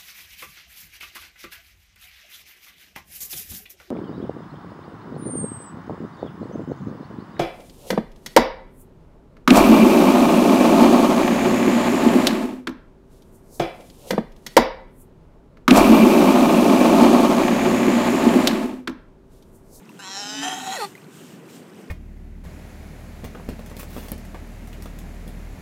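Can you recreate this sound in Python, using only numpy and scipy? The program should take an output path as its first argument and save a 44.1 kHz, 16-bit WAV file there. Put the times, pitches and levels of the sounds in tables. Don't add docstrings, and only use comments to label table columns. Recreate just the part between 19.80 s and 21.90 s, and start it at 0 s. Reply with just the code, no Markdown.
import sys
import numpy as np
from scipy import signal
from scipy.fft import rfft, irfft
from scipy.io import wavfile
from scipy.ndimage import uniform_filter1d, map_coordinates

SR = 44100
rng = np.random.default_rng(int(sys.argv[2]) if len(sys.argv) > 2 else 0)


def digitize_waveform(pressure):
    field = np.atleast_2d(pressure).T
    bounded = np.clip(field, -1, 1)
    quanta = np.round(bounded * 32767).astype(np.int16)
    wavfile.write(sys.argv[1], SR, quanta)


def boost(x):
    u = np.asarray(x, float) / 20
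    return 10 ** u


N = 92610


def unit(x):
    return x / np.sqrt(np.mean(x ** 2) + 1e-20)


def curves(rows):
    s, *cols = np.transpose(rows)
    return np.array([np.interp(np.arange(N) / SR, s, c) for c in cols])


def fade(rows):
    t = np.arange(N) / SR
    return np.clip(np.minimum(t - rows[0][0], rows[-1][0] - t) / .01, 0, 1)


def wobble(rate):
    knots = rng.standard_normal(int(N * rate / SR) + 4)
    return map_coordinates(knots, [np.arange(N) * rate / SR])


def rush(colour, patchy_db):
    noise = rng.standard_normal(N + 2048)
    hz, _, z = signal.stft(noise, SR, nperseg=2048, noverlap=1792)
    patches = uniform_filter1d(uniform_filter1d(rng.standard_normal(z.shape), 14, 0), 8, 1)
    f, db = np.transpose(colour)
    colour_db = np.interp(np.log(hz + 1), np.log(f + 1), db)
    gain_db = colour_db[:, None] + patchy_db * unit(patches)
    return unit(signal.istft(z * boost(gain_db), SR, nperseg=2048, noverlap=1792)[1][:N])


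def drops(rows, cycles, splat_db):
    out, t = np.zeros(N + SR), np.arange(SR // 20) / SR
    for s, db, hz in rows:
        age = t * hz / cycles
        phase = 2 * np.pi * hz * t * (1 + .01 * age)
        ring = np.sin(phase) * np.exp(-age) * (1 - np.exp(-t * hz))
        splat = boost(splat_db) * np.exp(-t / .005) * rng.standard_normal(len(t))
        out[round(s * SR):][:len(t)] += boost(db) * (ring + splat)
    return out[:N]


def pulses(hz, scatter):
    cycles = np.cumsum(hz) / SR
    at = np.interp(np.arange(1, int(cycles[-1])), cycles, np.arange(N))
    i, luck = at.astype(int), rng.standard_normal((len(at), 2))
    at = np.clip(at + luck[:, 0] * np.abs(scatter[i]) * SR / hz[i], 8, N - 10)
    size_db = luck[:, 1] * .7 * (-1.5 + 10 * np.abs(scatter[i]))
    size = np.sqrt(SR / hz[i]) * boost(size_db)
    taps = at.astype(int)[:, None] + np.arange(-7, 9)
    d = taps - at[:, None]
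    shape = size[:, None] * np.sinc(d) * np.cos(np.pi * d / 16) ** 2
    return np.bincount(taps.ravel(), shape.ravel(), N), cycles


def resonate(x, hz, width_hz):
    turn = np.exp(2j * np.pi * np.cumsum(hz * np.ones(N)) / SR)
    pole = np.exp(-np.pi * width_hz / SR)
    slow = signal.lfilter([(1 - pole) ** 2], [1, -2 * pole, pole ** 2], x / turn)
    return 2 * np.imag(turn * slow)


def pure(rows):
    hz, db = curves(rows)
    sine = np.sin(2 * np.pi * np.cumsum(hz + 4 * wobble(39.1)) / SR)
    return fade(rows) * boost(db + 0.42 * wobble(31.7)) * np.sqrt(2) * sine


def far_surf():
    # time in seconds, level in dB.
    swell = [(0, -48), (1.1, -44.5), (1.5, -44.5), (1.85, -43.5), (2.1, -43.5)]
    # frequency in Hz, relative level per Hz in dB.
    surf_colour = [(25, -67), (48, -42.5), (162, 0), (404, -4.5), (631, -15), (1240, -20), (1540, -20.5),
                   (2160, -24), (2910, -27), (4000, -46.5), (5200, -62), (8800, -120)]
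    level_db = curves(swell)[0] + 0.17 * wobble(6.9) + 0.38 * wobble(34.67)
    return boost(level_db) * rush(surf_colour, patchy_db=1.5)


def near_wash():
    # time in seconds, level in dB.
    lapping = [(0, -64.5), (.11, -60), (1, -42), (1.07, -48.5), (1.14, -57), (1.27, -61), (1.36, -52),
               (1.53, -54.5), (1.6, -61), (1.68, -59.5), (1.7, -52.5), (1.72, -55), (1.76, -51.5),
               (1.83, -60.5), (1.94, -61), (2.01, -57), (2.1, -64.5)]
    # frequency in Hz, relative level per Hz in dB.
    wash_colour = [(1800, -10), (3000, 1.5), (4300, -4), (8300, -1), (10300, -9), (14100, -6.5),
                   (15600, -13)]
    return boost(curves(lapping)[0] + .8 * wobble(14)) * rush(wash_colour, patchy_db=1.5)


def fizz():
    luck = rng.random((int(330 * N / SR), 3))
    start_s = luck[:, 0] * N / SR
    level_db = -50 - 3 * np.log(luck[:, 1] + .03)
    pitch_hz = 3500 * 3.5 ** (2 * luck[:, 2] - 1)
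    return drops(np.c_[start_s, level_db, pitch_hz], cycles=2.37, splat_db=-26)


def drips():
    # start in seconds, level in dB, starting pitch in Hz.
    single_drips = [(.016, -45.5, 854), (.092, -36.5, 2640), (.096, -41.5, 960), (1.152, -31.5, 2010),
                    (1.178, -38, 2360), (1.244, -46.5, 4100), (1.505, -46, 2930), (1.526, -44, 2700),
                    (1.688, -43.5, 2380), (1.698, -47, 3970)]
    return drops(single_drips, cycles=7.7, splat_db=-16)


def low_moan():
    # time in seconds, pitch in Hz, level in dB.
    moan_path = [(.42, 251, -47.5), (.548, 277.6, -42.5), (.588, 277.4, -33.5), (.678, 283.3, -39),
                 (.694, 258, -49), (.736, 283.8, -43), (.834, 257.4, -45.5), (.93, 229.4, -43.5)]
    return pure(moan_path)


def squeak():
    # time in seconds, pitch in Hz, level in dB.
    squeak_path = [(.186, 1398, -52), (.216, 1734, -37)]
    return pure(squeak_path)


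def vocal_folds():
    # time in seconds, pitch in Hz, level ahead of the throat in dB.
    fold_path = [(.176, 198.5, -80), (.184, 204.3, -90), (.189, 202, -42), (.215, 199.8, -43),
                 (.252, 186.3, -37.5), (.308, 193, -37.5), (.37, 196.8, -35), (.406, 206.7, -35),
                 (.43, 203, -35), (.526, 212.7, -34), (.61, 216.5, -33.5), (.632, 223.2, -27.5),
                 (.7, 226.6, -30), (.77, 223.4, -35), (.855, 220.5, -36.5), (.87, 221.1, -32.5),
                 (.895, 217.4, -36), (.945, 217.1, -29.5), (.965, 215.6, -31.5), (.99, 196.6, -41),
                 (1.005, 193, -37.5), (1.048, 209.7, -40.5), (1.085, 209, -53)]
    # time in seconds, share of breath from 0 to 1, timing scatter in cycles.
    hoarseness = [(.19, .12, .003), (.39, .1, .003), (.405, .25, .006), (.425, .12, .003), (.61, .11, .003),
                  (.625, .36, .004), (.8, .65, .04), (.97, .8, .1), (.99, 1, .1)]
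    (hz, level_db), (breath, scatter) = curves(fold_path), curves(hoarseness)
    buzz, cycles = pulses(hz, scatter)
    puff_phase = 2 * np.pi * (cycles + 0.41 * wobble(60))
    puffs = unit(np.exp(1.2 * np.cos(puff_phase)) * rng.standard_normal(N))
    mix = np.sqrt(1 - breath) * buzz + np.sqrt(breath) * puffs
    rasp_db = 1.3 * breath * wobble(110)
    return fade(fold_path) * boost(level_db) * mix * boost(rasp_db), breath


def high_tone():
    # time in seconds, pitch in Hz, level of the fundamental in dB.
    tone_path = [(.62, 700.2, -52), (.658, 749.5, -34), (.684, 744, -29.5), (.702, 776, -43),
                 (.715, 768.6, -35.5), (.744, 739.4, -37.5), (.768, 769, -45), (.782, 767.6, -34),
                 (.805, 769, -55), (.832, 768.4, -37), (.856, 777, -49), (.868, 755.8, -34),
                 (.892, 768, -32.5), (.938, 782.3, -37), (.954, 760.4, -35.5), (.966, 664, -42.5),
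                 (.99, 521.4, -30), (1.002, 459.9, -32.5), (1.048, 390.8, -37), (1.076, 379, -46.5),
                 (1.1, 380, -82)]
    # time in seconds, level of the pulse train ahead of the throat in dB.
    overtone_path = [(.953, -51.5), (.965, -31), (.985, -42), (1.003, -32), (1.048, -32.5), (1.075, -75)]
    (hz, level_db), (over_db,) = curves(tone_path), curves(overtone_path)
    edge, turns = pulses(hz + 6 * wobble(70), np.full(N, .009))
    fundamental = boost(level_db) * np.sin(2 * np.pi * turns)
    third = fade(overtone_path) * boost(over_db - 2.5) * np.sin(3 * 2 * np.pi * turns)
    direct = fade(tone_path) * np.sqrt(2) * (fundamental + third)
    return fade(tone_path) * boost(over_db) * edge, direct


def lag_bass(x):
    lag_s, end_hz = .0012, 9000
    f = np.minimum(np.fft.rfftfreq(N, 1 / SR), end_hz)
    return irfft(rfft(x) * np.exp(-2j * np.pi * lag_s * f * (1 - f / (2 * end_hz))), N)


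def throat(source, breath):
    # time in seconds, then the centres of the seven lower resonances in Hz.
    lower_path = [(.2, 895, 1530, 2820, 3960, 5170, 6330, 7430),
                  (.27, 967, 1950, 3350, 4080, 5620, 6500, 7370),
                  (.37, 825, 1650, 3080, 4000, 5480, 6600, 7300),
                  (.47, 770, 1660, 3080, 3890, 5220, 6320, 7560),
                  (.58, 799.6, 1728, 3044, 3720, 4930, 6030, 7370),
                  (.67, 855, 1766, 3174, 3890, 4980, 6080, 7290),
                  (.84, 867, 1810, 3188, 3910, 5560, 6740, 7646),
                  (.96, 880, 1900, 3290, 4050, 5440, 6680, 7430),
                  (1.01, 870, 1870, 3500, 4330, 5630, 7000, 7530)]
    # time in seconds, gains of those seven in dB, shared gain of the upper ones in dB.
    gain_path = [(.2, 3, 1, 3, -1, -6.5, -6, 1.5, -24), (.27, 4, -2, 2.5, 3, 0.5, -10, -3.5, -31),
                 (.37, 5.5, -1, 1, 6.5, 6.5, -3.5, -0.5, -29.5), (.47, 1.5, -7, 4, 0.5, 3, -1, -3.5, -31),
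                 (.58, 1, -0.5, 5, 1, 0, -1, -3, -30), (.67, -1, 2, 8.5, -7.5, -9, -2, -2.5, -29),
                 (.84, 5, -4.5, 3, 1.5, -8.5, -2, -5.5, -34),
                 (.96, 1, -1.5, -0.5, 0.5, -7.5, -3.5, -8.5, -32),
                 (1.01, 9, -0.5, 1, 0.5, -12, -19, -10, -32.5)]
    # centre in Hz, gain in dB on top of the shared gain.
    upper = [(8500, 10.5), (9700, 4.5), (11000, 9), (12400, -4), (14200, -0.5)]
    lower_widths = [220, 350, 190, 420, 520, 500, 520]
    # centre in Hz, width in Hz for one pass, gain in dB.
    still = [(487, 300, -10), (1472, 495, -1.5), (2643, 550, -7)]
    polarity = [1, -1, -1, 1, 1, -1, 1, 1, -1, 1, -1, 1, -1, -1, 1]
    *lower_db, upper_db = curves(gain_path)
    upper_db = upper_db + 9.5 * breath
    centres = [*curves(lower_path), *[hz for hz, _ in upper], *[hz for hz, _, _ in still]]
    widths = [*lower_widths, *[800] * len(upper), *[width for _, width, _ in still]]
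    gains = [*lower_db, *[upper_db + db for _, db in upper], *[db for _, _, db in still]]
    voiced = np.zeros(N)
    for sign, gain_db, hz, width_hz in zip(polarity, gains, centres, widths):
        trembling = boost(gain_db + 1.2 * wobble(30.13))
        voiced += sign * trembling * resonate(source, hz, width_hz)
    return -boost(9.5) * voiced


def bleat():
    folds, breath = vocal_folds()
    overtones, direct = high_tone()
    return throat(lag_bass(folds + overtones), breath) + direct


def shore_answer(call):
    t = np.arange(SR // 4) / SR
    tail = rng.standard_normal(len(t)) * boost(-60 * t / .1)
    echo = signal.fftconvolve(call, tail / np.linalg.norm(tail))[:N]
    return boost(-11) * np.roll(call, round(.0027 * SR)) + boost(-16) * echo


def scene():
    water = far_surf() + near_wash() + fizz() + drips()
    call = low_moan() + squeak() + bleat()
    return (water + call + shore_answer(call))[None]


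def top_cut(x):
    return signal.sosfilt(signal.butter(12, 15400, fs=SR, output="sos"), x)


def record(dry):
    high_pass = signal.butter(3, 59.4, "high", fs=SR, output="sos")
    thin = signal.sosfilt(high_pass, dry)
    return top_cut(thin)


dry = scene()
out = record(dry)
digitize_waveform(out)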